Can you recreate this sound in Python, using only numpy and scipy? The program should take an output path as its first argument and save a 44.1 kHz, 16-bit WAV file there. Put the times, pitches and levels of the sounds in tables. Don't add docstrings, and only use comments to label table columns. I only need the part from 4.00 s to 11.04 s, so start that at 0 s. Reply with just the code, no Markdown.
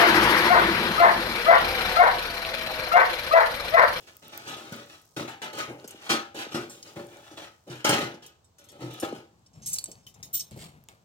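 import sys
import numpy as np
from scipy import signal
from scipy.fft import rfft, irfft
from scipy.io import wavfile
from scipy.ndimage import uniform_filter1d

SR = 44100
rng = np.random.default_rng(int(sys.argv[2]) if len(sys.argv) > 2 else 0)


def store_wav(level_fs):
    pcm = np.round(np.clip(np.atleast_2d(level_fs), -1, 1) * 32767)
    wavfile.write(sys.argv[1], SR, pcm.T.astype(np.int16))


N = 310464
TIME = np.arange(N) / SR


AIR_SPECTRUM = [(25, -31.5), (50, -11.5), (100, 2.5), (160, -7.5), (250, -15), (450, -15), (750, -15.5),
                (1100, -18.5), (2000, -31.5), (4000, -28), (8000, -28.5), (9500, -43), (16000, -37)]
AIR_DB = -66.5
# level over time, columns t/s, level/dB; then spectrum
SIZZLE_LEVEL = [(0, -63.5), (.9, -61), (1.3, -70), (2.3, -78), (2.8, -61), (3.3, -63), (3.6, -72),
                (4.4, -85), (7.04, -88)]
SIZZLE_SPECTRUM = [(2000, -23), (4000, -6.5), (5500, 2.5), (8000, -0.5), (11000, -7.5), (16000, -4)]

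# columns start t/s, rise t/s, hold t/s, rumble level/dB, scrape level/dB, grit level/dB
COAL_PUSHES = [ (0.0, 0.0029, .05, -59.5, -65, -61.5), (0.066, 0.0072, 0.011, -57, -53.5, -54),
               (0.216, .012, .08, -53.5, -57, -55.5), (0.305, .03, 0.2, -51, -48.5, -50),
               (0.45, 0.031, 0.053, -43, -42.5, -42), (0.555, 0.011, 0.17, -47, -49, -48.5),
               (0.709, 0.015, 0.099, -46.5, -48.5, -49), (0.891, 0.0054, 0.059, -58, -55, -53.5),
               (1.163, .002, 0.056, -35.5, -40, -41), (1.274, 0.0062, .015, -49, -41, -45),
               (1.416, .003, 0.029, -42, -37, -41), (1.526, 0.0058, 0.047, -41.5, -48, -45.5),
               (1.564, 0.024, 0.014, -41.5, -35, -36.5), (1.676, 0.01, 0.03, -38.5, -48.5, -60),
               (1.771, 0.016, 0.068, -52, -63.5, -61), (1.87, 0.018, 0.097, -55, -56, -54),
               (1.98, 0.087, 0.028, -52.5, -46, -48), (2.091, 0.0061, 0.027, -32, -27.5, -28),
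               (2.343, 0.0045, 0.045, -39.5, -44.5, -43), (2.376, 0.014, 0.034, -50, -38.5, -40.5),
               (2.497, .025, .02, -44.5, -44, -46), (2.541, 0.0066, 0.013, -32, -35.5, -42),
               (2.604, 0.0062, 0.024, -43, -60, -50.5), (2.69, 0.022, .07, -53.5, -60, -55.5),
               (2.834, 0.019, 0.053, -51.5, -56, -54), (2.954, 0.0074, 0.042, -40.5, -48.5, -53),
               (3.06, 0.065, 0.079, -51.5, -55.5, -59.5), (3.221, 0.026, 0.11, -64, -55, -57.5),
               (3.363, 0.014, 0.011, -46, -47, -47), (3.411, .008, 0.032, -55, -48.5, -50.5),
               (3.665, 0.013, 0.032, -42, -56, -57.5), (3.7, .008, .1, -52.5, -48, -49.5),
               (3.843, 0.0028, 0.015, -31.5, -24.5, -26), (3.89, 0.0021, 0.053, -28.5, -25.5, -28),
               (3.976, 0.0048, 0.06, -32, -35, -38), (4.219, 0.0071, 0.037, -56, -58, -54),
               (4.58, .005, 0.12, -63.5, -65.5, -65), (4.697, 0.034, 0.063, -52, -63, -63.5),
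               (4.787, 0.029, 0.065, -40, -50.5, -54), (4.897, 0.015, 0.17, -50, -54, -50),
               (5.019, 0.0089, 0.02, -33, -41, -42), (5.133, 0.014, 0.026, -44, -54.5, -54)]
PUSH_SAG_DB_PER_S = 33.5
SETTLE_DB_PER_S = (177.5, 178, 198)
# columns t/s, thud level/dB, thud f/Hz, crack level/dB, decay t/s
LUMP_KNOCKS = [(0.721, -32.5, 230, -38, 0.017), (1.166, -31.5, 340, -35, 0.019),
               (1.209, -21.5, 239, -51, 0.0028), (1.842, -39, 424, -41.5, 0.0094),
               (2.104, -24.5, 243, -20, 0.024), (2.139, -28, 343, -42.5, 0.017),
               (2.543, -27.5, 280, -29, 0.03), (2.966, -37, 181, -60, 0.031), (3.313, -42, 297, -48, 0.03),
               (3.699, -38, 153, -41, 0.019), (3.848, -22, 397, -18.5, 0.0079),
               (3.892, -15.5, 267, -19, 0.0081), (3.910, -19, 800, -28, .005),
               (3.930, -16, 263, -23.5, 0.0075), (3.99, -23, 334, -49, 0.0067),
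               (4.029, -30, 138, -55, 0.015), (4.14, -38.5, 290, -45, 0.012),
               (4.818, -32.5, 131, -43.5, 0.034), (5.029, -23, 354, -42, 0.0094),
               (5.126, -49, 634, -41, 0.0037)]
# columns f/Hz, gain/dB, decay by 60 dB t/s
WOK_MODES = [(125, 11.5, 0.33), (250, -7.5, 0.18), (313.6, 4.5, 0.071), (338.4, 5, 0.43), (392, -15.5, 0.8),
             (420, -20, 1), (573.7, 17.5, 0.34), (611, 8.5, 0.33), (780, -23, 0.74), (798, 17.5, 0.54),
             (834, 14, 0.38), (875.4, 16, 0.43), (1254, 20.5, 0.19), (1299, 17, 0.25), (1366, 12, 0.32),
             (1370, 10, 0.22), (1467, 16.5, 0.087), (1840, -1, .5), (1960, 2, .5), (2560, -10, 0.21),
             (2330, 13, 0.11), (2890, -3.5, .4), (3000, -8, 0.46), (3120, 0, 0.28), (3080, -7.5, .5),
             (3250, 2.5, 0.3), (3950, -14.5, .25), (4090, -13.5, 0.2), (5060, 14, 0.083)]
RUMBLE_SPECTRUM = [(30, -37), (55, -26), (90, -7.5), (140, -6), (220, 0.5), (320, 5), (480, 2), (680, -7.5),
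                   (900, -9.5), (1500, -33)]
SCRAPE_SPECTRUM = [(400, -37), (650, 1.5), (820, -1.5), (980, -2.5), (1250, -2), (1550, -1), (1900, -4.5),
                   (2450, -3.5), (2900, -17.5), (4500, -32.5)]
GRIT_SPECTRUM = [(1700, -35), (2400, -4), (2900, 3.5), (4000, 0), (4900, -7), (6200, -5.5), (8000, -17.5),
                 (10000, -22), (13000, -23), (16000, -26.5)]
CRACK_SPECTRUM = [(400, -10.5), (800, 7.5), (1000, -27), (1350, 4.5), (2000, -4), (3200, -2.5), (5500, 2),
                  (9000, -6), (16000, -20)]
LEAN_HZ, LEAN_T60_S, LEAN_SHARE = 1500, 0.0013, .2
SPLINTER_SPECTRUM = [(3000, -23), (5500, -0.5), (8000, -1), (10500, -5), (13000, -3.5), (16000, -10)]
SPLINTERS_DB, SPLINTERS_RELEASE_DB_PER_S, SPLINTERS_SAG_DB_PER_S = -7.5, 300.5, 79.5

# columns t/s, level/dB, f/Hz
EMBER_SNAPS = [(.007, -36, 14100), (0.1678, -25, 15200), (0.282, -28, 13900), (0.3764, -16, 14400),
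               (.726, -30, 13100), (.764, -32, 14800), (1.018, -43, 11100), (1.055, -44, 12000),
               (1.799, -39, 4270), (3.070, -38, 9700), (3.171, -39, 7200), (4.939, -28, 14500),
               (5.955, -42, 4560), (6.511, -35, 8400), (6.839, -39, 13300), (6.887, -30, 7140),
               (6.888, -38, 3180)]
FAINT_SNAPS_DB, FAINT_SNAPS_HZ = -58, (3000, 13000)

# columns t/s, level/dB, f/Hz, decay t/s
BOWL_HUMS = [(1.29, -45, 893, 0.054), (2.11, -31.5, 347.6, 0.061), (2.551, -28.5, 347, 0.059),
             (2.971, -37.5, 349, 0.069), (3.70, -41, 348, 0.036), (3.85, -28.5, 858, 0.064),
             (3.892, -23.5, 804, 0.05), (3.895, -31.5, 1340, 0.059), (4.82, -39.5, 347, 0.069)]
# columns t/s, peak level/dB
HOLLOW_BLIPS = [(1.705, -30.5), (1.843, -35.5), (1.943, -42), (2.465, -34.5), (5.029, -23), (5.1255, -25)]

# columns t/s, level/dB, sliding t/s, treble level re the rest/dB, favoured f/Hz
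TONG_CLINKS = [(1.876, -40.5, 0.0095, 7, 14100), (1.908, -37.5, 0.0038, 8, 8500),
               (2.696, -49, 0.04, 8.5, 7450), (2.827, -40, 0.0072, -2, 5030),
               (2.875, -47, 0.023, -22, 4920), (3.89, -37.5, 0.012, 19.5, 15300),
               (4.225, -55, 0.013, -11, 5400), (4.263, -40.5, 0.0059, 7.5, 8300),
               (4.444, -60, 0.013, -3.5, 8060), (4.584, -57.5, 0.022, 8, 5700),
               (4.641, -58, 0.011, 7, 6400), (4.687, -47, 0.018, -2, 3330),
               (4.718, -53.5, 0.0046, 12, 7300), (4.999, -34.5, 0.013, 7.5, 8800),
               (5.462, -52, 0.0067, -22, 5530), (5.532, -63.5, 0.056, -22, 7300),
               (5.620, -51.5, 0.18, -9, 6270), (5.66, -42, 0.057, 16.5, 8500),
               (5.716, -46, 0.058, -4, 7500), (5.731, -40, 0.014, 22, 5600), (5.761, -33, 0.0037, -4, 6960),
               (5.785, -25.5, 0.0032, 12, 4620), (5.841, -20, 0.001, 0, 8150),
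               (5.858, -35, 0.0031, -5, 7900), (5.915, -44.5, 0.0062, 6.5, 7750),
               (6.066, -45.5, 0.021, 4.5, 3080), (6.141, -49, 0.0091, -2, 7270),
               (6.228, -35.5, 0.017, 3.5, 6700), (6.33, -45, 0.036, 16, 7200), (6.34, -35, 0.028, 10, 6700),
               (6.35, -47, 0.054, -10, 3720), (6.395, -36, 0.011, 5, 6230), (6.406, -34, 0.0043, 1, 6290)]
# columns f/Hz, gain/dB, decay by 60 dB t/s
TONG_MODES = [(3014, 9, 0.16), (3710, 8, 0.086), (4040, 0.5, 0.19), (4500, 6, 0.14), (5400, 10.5, 0.062),
              (5610, -1, 0.17), (6304, 8, 0.033), (6600, -3.5, .12), (6970, 3, 0.047), (7300, -24, 0.16),
              (7660, 2.5, 0.14), (8270, 5, 0.056), (8130, -12, 0.073), (9240, 9.5, 0.047),
              (8980, -4.5, 0.034), (10100, 6, 0.11), (11130, 1.5, 0.16), (11420, 3, 0.064),
              (12100, 8.5, 0.14), (12750, 7, .08), (14070, 12.5, 0.13), (14800, -1, .06),
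              (15370, -10, 0.092)]
TICK_SPECTRUM = [(700, -25), (2000, -6.5), (3500, -7), (5500, 1), (8100, 3), (9700, -7.5), (12000, -7.5),
                 (15500, -13)]
# columns t/s, level/dB, f/Hz, decay t/s
TONG_PINGS = [(5.732, -40, 5200, 0.022), (5.786, -46, 4505, 0.062), (6.069, -39.5, 3025, 0.0073),
              (6.230, -48, 6815, 0.013), (2.877, -50, 4900, .02)]

# columns start t/s, rise t/s, hold t/s, tread level/dB, shuffle level/dB
FOOT_TREADS = [(5.3, .03, 0.21, -62, -72.5), (5.525, 0.035, .14, -48, -60.5), (5.72, .02, 0.16, -61, -59),
               (5.88, 0.0037, 0.1, -55, -61), (6.03, 0.025, 0.061, -56, -68),
               (6.14, 0.022, 0.48, -54.5, -59.5), (6.508, .004, 0.09, -43.5, -58.5),
               (6.6, 0.031, 0.023, -54, -50.5), (6.73, .01, 0.034, -51.5, -61.5),
               (6.884, .004, 0.011, -64, -54), (6.97, .02, .06, -64, -80)]
TREAD_SAG_DB_PER_S, TREAD_RELEASE_DB_PER_S = 13, (143, 151)
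# columns start t/s, rise t/s, hold t/s, level/dB
SAND_SCUFFS = [(6.51, 0.0021, 0.0042, -56.5), (6.56, 0.06, 0.014, -48), (6.884, 0.0019, 0.0034, -60)]
SCUFF_RELEASE_DB_PER_S = 234
TREAD_SPECTRUM = [(25, -22), (45, -16), (70, -3), (135, 0), (210, -6), (400, -25.5), (900, -52)]
SHUFFLE_SPECTRUM = [(120, -15.5), (240, -14.5), (450, -16.5), (800, -14.5), (1200, -20.5), (2500, -24.5),
                    (6000, -38.5)]
SAND_SPECTRUM = [(600, -31), (1200, -2.5), (2400, 4.5), (4000, 3), (6000, -1), (8000, 4.5), (10000, -7),
                 (16000, -9)]
# columns t/s, level/dB, decay t/s; then spectrum
HEEL_KNOCKS = [(5.882, -45.5, 0.029), (6.512, -49, 0.012), (6.562, -44.5, 0.037)]
HEEL_SPECTRUM = [(100, -19), (300, 2), (480, 7.0), (800, -6), (1300, -28), (4000, -20)]

# columns start t/s, rise t/s, hold t/s, lower tone level/dB, upper tone level/dB
ARM_SQUEAKS = [(6.328, 0.016, .012, -28.5, -29.5)]
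SQUEAK_HZ, SQUEAK_RELEASE_DB_PER_S = (14231, 15367), (356, 496)

MIC_LOW_CUT_HZ, CUTOFF_HZ = 35, 15900


def from_db(db):
    return 10 ** (np.asarray(db) / 20)


def rms_one(x):
    return x / np.sqrt(np.mean(x ** 2) + 1e-20)


def even(x, size=1300):
    return x / np.sqrt(np.abs(uniform_filter1d(x ** 2, size=size)) + 1e-12)


def convolve(x, response):
    return signal.oaconvolve(np.atleast_2d(x), np.atleast_2d(response), axes=-1)[:, :N]


def colour(x, spectrum, size=4096):
    hz, db = np.transpose(spectrum)
    log_hz = np.log(np.fft.rfftfreq(size, 1 / SR) + 1)
    gain = rms_one(from_db(np.interp(log_hz, np.log(hz), db)))
    cepstrum = irfft(np.log(gain))[:size // 2]
    cepstrum[1:] *= 2
    return convolve(x, irfft(np.exp(rfft(cepstrum, size))))[0]


def grains(per_s, spread_db):
    sizes = from_db(spread_db * np.minimum(rng.exponential(1, N), 4))
    impulses = sizes * rng.choice([-1, 1], N)
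    return even(impulses * (rng.random(N) < per_s / SR))


def bursts(times, levels_db, lengths):
    out = np.zeros(N)
    for s, db, length in zip(times, levels_db, lengths):
        part = out[int(s * SR):][:SR // 2]
        part += from_db(db) * np.exp(-TIME[:len(part)] / length)
    return out


def gestures(rows, release_db_per_s, sag_db_per_s=0):
    power = np.zeros((len(release_db_per_s), N))
    for start, rise, hold, *levels_db in rows:
        first = int(start * SR)
        t = TIME[:min(SR, N - first)]
        attack = np.minimum(t / rise, 1)
        held, released = np.clip(t - rise, 0, hold), np.maximum(t - rise - hold, 0)
        for layer, db, release in zip(power, levels_db, release_db_per_s):
            gain = attack * from_db(db - sag_db_per_s * held - release * released)
            layer[first:][:len(t)] += gain ** 2
    return np.sqrt(power)


def drift(per_s):
    knots = rng.standard_normal(1000)
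    position = TIME * min(per_s, 100)
    index = position.astype(int)
    turn = (position - index) * np.pi / 2
    return knots[index] * np.cos(turn) + knots[index + 1] * np.sin(turn)


def resonate(force, hz, t60):
    r, w = from_db(-60 / (t60 * SR)), 2 * np.pi * hz / SR
    edge = (1 - r * r) / 2
    return signal.lfilter([edge, 0, -edge], [1, -2 * r * np.cos(w), r * r], force + 1e-18)


def ring(force, modes, roam_db):
    out = 0
    for hz, db, t60 in modes:
        drive = force * from_db(roam_db * drift(per_s=9))
        out = out + from_db(db) * resonate(drive, hz, t60)
    return out


def sung(taps, swell_s):
    out, t = np.zeros(N), TIME[:SR // 2]
    for s, db, hz, dying in taps:
        start = int(s * SR)
        envelope = np.exp(-t / dying) * (1 - np.exp(-t / swell_s))
        tone = np.sin(2 * np.pi * hz * (t + start / SR))
        part = out[start:][:len(t)]
        part += (from_db(db) * tone * envelope)[:len(part)]
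    return out


def diffuse(x, t60, dull_hz, alike_hz):
    t = TIME[:int(min(1.5 * t60, 1) * SR)]
    mid, side = rng.standard_normal((2, SR))[:, :len(t)]
    side = signal.sosfilt(signal.butter(2, alike_hz, "high", fs=SR, output="sos"), side)
    noise = mid + side * [[1], [-1]]
    low = signal.sosfilt(signal.butter(1, min(dull_hz, SR / 3), fs=SR, output="sos"), noise)
    decay = from_db(-60 * t / t60)
    tail = low * decay + (noise - low) * decay ** 2
    return convolve(x, tail / np.sqrt(np.sum(tail ** 2) / 2))


def hollow(x, t60, count=3):
    weights = np.array([drift(per_s=7) for _ in range(count)])
    weights /= np.sqrt(np.sum(weights ** 2, axis=0))
    return sum(diffuse(x * weight, t60, dull_hz=9700, alike_hz=600) for weight in weights)


def place(x, lag_ms, pan_db):
    late = np.concatenate([np.zeros(round(lag_ms * SR / 1000)), x])[:N]
    return np.array([x, late]) * from_db([[pan_db / 2], [-pan_db / 2]])


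def air():
    mid, side = (colour(noise, AIR_SPECTRUM) for noise in rng.standard_normal((2, N)))
    side = signal.sosfilt(signal.butter(1, 500, "high", fs=SR, output="sos"), side)
    return from_db(AIR_DB) * (mid + side * [[1], [-1]])


def sizzle():
    crackle = np.array([colour(grains(per_s=2500, spread_db=5.5), SIZZLE_SPECTRUM) for _ in range(2)])
    return from_db(np.interp(TIME, *np.transpose(SIZZLE_LEVEL))) * crackle


def thuds(cycles=8.8):
    out, t = np.zeros(N), TIME[:SR // 4]
    for s, db, hz, _, dying in LUMP_KNOCKS:
        boom = even(resonate(rng.standard_normal(SR // 2), hz, cycles / hz), size=500)[-len(t):]
        out[int(s * SR):][:len(t)] += from_db(db) * boom * np.exp(-t / dying)
    return signal.sosfilt(signal.butter(3, [85, 900], "band", fs=SR, output="sos"), out)


def wok():
    rumble, scrape, grit = gestures(COAL_PUSHES, SETTLE_DB_PER_S, PUSH_SAG_DB_PER_S)
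    s, _, _, crack_db, dying = np.transpose(LUMP_KNOCKS)
    catch = even(from_db(3.1 * drift(per_s=71)))
    low = rumble * even(colour(grains(per_s=2500, spread_db=3.0), RUMBLE_SPECTRUM)) + thuds()
    middle = colour(catch * scrape * grains(per_s=3500, spread_db=4.0), SCRAPE_SPECTRUM)
    top = colour(catch * grit * grains(per_s=6000, spread_db=3.5), GRIT_SPECTRUM)
    cracks = colour(bursts(s, crack_db, dying) * grains(per_s=5500, spread_db=1.0), CRACK_SPECTRUM)

    bright = from_db(-5.0) * middle + from_db(-3.5) * top + from_db(-8.5) * cracks
    force = from_db(-1.0) * low + bright

    direct = from_db(-4.5) * place(low, lag_ms=.11, pan_db=1.0)
    direct += from_db(-4.5) * place(middle, lag_ms=.2, pan_db=4.5)
    direct += place(from_db(-6.0) * top + from_db(-15.5) * cracks, lag_ms=.12, pan_db=-10.5)
    modes = place(from_db(-8.0) * ring(force, WOK_MODES, roam_db=4.0), lag_ms=.2, pan_db=1.5)
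    reflections = from_db(1.5) * hollow(bright, t60=0.042, count=5)
    wash = from_db(-6.5) * diffuse(force, t60=0.29, dull_hz=5000, alike_hz=600)
    bowl = direct + modes + reflections + wash
    return bowl + LEAN_SHARE * resonate(bowl, LEAN_HZ, LEAN_T60_S) * [[1], [-1]]


def splinters():
    grit_rows = [(*push[:3], push[-1]) for push in COAL_PUSHES]
    gain, = gestures(grit_rows, [SPLINTERS_RELEASE_DB_PER_S], SPLINTERS_SAG_DB_PER_S)
    spray = from_db(SPLINTERS_DB) * colour(gain * grains(per_s=4400, spread_db=6.5), SPLINTER_SPECTRUM)
    direct = from_db(-2.5) * place(spray, lag_ms=.12, pan_db=-7.5)
    return direct + from_db(-1) * diffuse(spray, t60=0.055, dull_hz=12000, alike_hz=600)


def snaps(cycles=8, splinter_db=-19, splinter_s=0.0022, count=18):
    out, t = np.zeros((2, N)), TIME[:SR // 50]
    faint = []
    for when, size, pitch in rng.random((count, 3)):
        hz = np.interp(pitch, [0, 1], FAINT_SNAPS_HZ)
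        faint.append((when * TIME[-1], FAINT_SNAPS_DB + 6 * size, hz))
    for s, db, hz in EMBER_SNAPS + faint:
        tone = np.sin(2 * np.pi * hz * t) * np.exp(-np.pi * hz * t / cycles)
        spray = from_db(splinter_db) * rng.standard_normal((2, len(t))) * np.exp(-t / splinter_s)
        part = out[:, int(s * SR):][:, :len(t)]
        part += from_db(db) * (tone + spray)[:, :part.shape[1]]
    return out


def hum():
    return place(sung(BOWL_HUMS, swell_s=.003), lag_ms=.11, pan_db=1.5)


def blips(start_hz=800, end_hz=170, fall_s=0.00386, swell_s=.003):
    out, t = np.zeros(N), TIME[:SR // 20]
    hz = end_hz + (start_hz - end_hz) * np.exp(-t / fall_s)
    envelope = t / swell_s * np.exp(1 - t / swell_s)
    blip = np.sin(2 * np.pi * np.cumsum(hz) / SR) * envelope
    for s, db in HOLLOW_BLIPS:
        out[int(s * SR):][:len(t)] += from_db(db) * blip
    return place(out, lag_ms=.11, pan_db=1.0)


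def tongs(bright_hz=9500, main_s=0.0021, free_s=0.0065):
    s, level_db, sliding, bright_db, _ = np.transpose(TONG_CLINKS)
    contacts = grains(per_s=12000, spread_db=-3.0)
    low_pass = signal.butter(3, bright_hz, fs=SR, output="sos")
    high_pass = signal.butter(3, bright_hz, "high", fs=SR, output="sos")
    soft = signal.sosfilt(low_pass, contacts * bursts(s, level_db, sliding))
    hard = signal.sosfilt(high_pass, contacts * bursts(s, level_db + bright_db, sliding))
    force = colour(soft + hard, TICK_SPECTRUM)

    latest = np.maximum(np.searchsorted(s, TIME) - 1, 0)
    free = np.sqrt(np.minimum(sliding / free_s, 1))[latest]
    steel = from_db(-9.0) * force + from_db(-2.0) * ring(force * free, TONG_MODES, roam_db=2)

    t = TIME[:SR // 4]
    for start, db, length, _, hz in TONG_CLINKS:
        tone = even(resonate(rng.standard_normal(SR // 2), hz, t60=0.018), size=200)[-len(t):]
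        steel[int(start * SR):][:len(t)] += from_db(db - 6.5) * tone * np.exp(-t / (length + main_s))
    direct = place(steel, lag_ms=.272, pan_db=0)
    return direct + from_db(1.0) * hollow(steel * free, t60=0.01)


def pings():
    return place(sung(TONG_PINGS, swell_s=.0005), lag_ms=.272, pan_db=0)


def feet():
    tread, shuffle = gestures(FOOT_TREADS, TREAD_RELEASE_DB_PER_S, TREAD_SAG_DB_PER_S)
    sand, = gestures(SAND_SCUFFS, [SCUFF_RELEASE_DB_PER_S])
    soles = from_db(-2.5) * colour(tread * grains(per_s=8400, spread_db=1.0), TREAD_SPECTRUM)
    soles += from_db(-1.4) * colour(shuffle * grains(per_s=3600, spread_db=4.0), SHUFFLE_SPECTRUM)
    gritty = colour(sand * grains(per_s=6300, spread_db=6.5), SAND_SPECTRUM)
    direct = place(soles, lag_ms=0.29, pan_db=3.0) + from_db(-6) * place(gritty, lag_ms=0.19, pan_db=-3)
    return direct + from_db(1) * hollow(gritty, t60=0.029)


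def heels():
    knocks = bursts(*np.transpose(HEEL_KNOCKS)) * grains(per_s=7100, spread_db=-1.0)
    return place(colour(knocks, HEEL_SPECTRUM), lag_ms=0.25, pan_db=0)


def squeak(waver_hz=25):
    out = 0
    for hz, gain in zip(SQUEAK_HZ, gestures(ARM_SQUEAKS, SQUEAK_RELEASE_DB_PER_S)):
        waver = waver_hz * rms_one(uniform_filter1d(rng.standard_normal(N), size=200))
        phase = 2 * np.pi * np.cumsum(hz + waver) / SR
        out = out + np.sqrt(2) * gain * np.sin(phase)
    return place(out, lag_ms=.272, pan_db=0)


def scene():
    coals = wok() + splinters() + snaps() + hum() + blips()
    near = coals + tongs() + pings() + feet() + heels() + squeak()
    yard = from_db(-18.0) * diffuse(near[0], t60=0.4, dull_hz=5000, alike_hz=400)
    return near + yard + sizzle() + air()


def record(dry):
    thinned = signal.sosfilt(signal.butter(2, MIC_LOW_CUT_HZ, "high", fs=SR, output="sos"), dry)
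    return signal.sosfilt(signal.ellip(10, .1, 80, CUTOFF_HZ, fs=SR, output="sos"), thinned)


dry = scene()
out = record(dry)
store_wav(out)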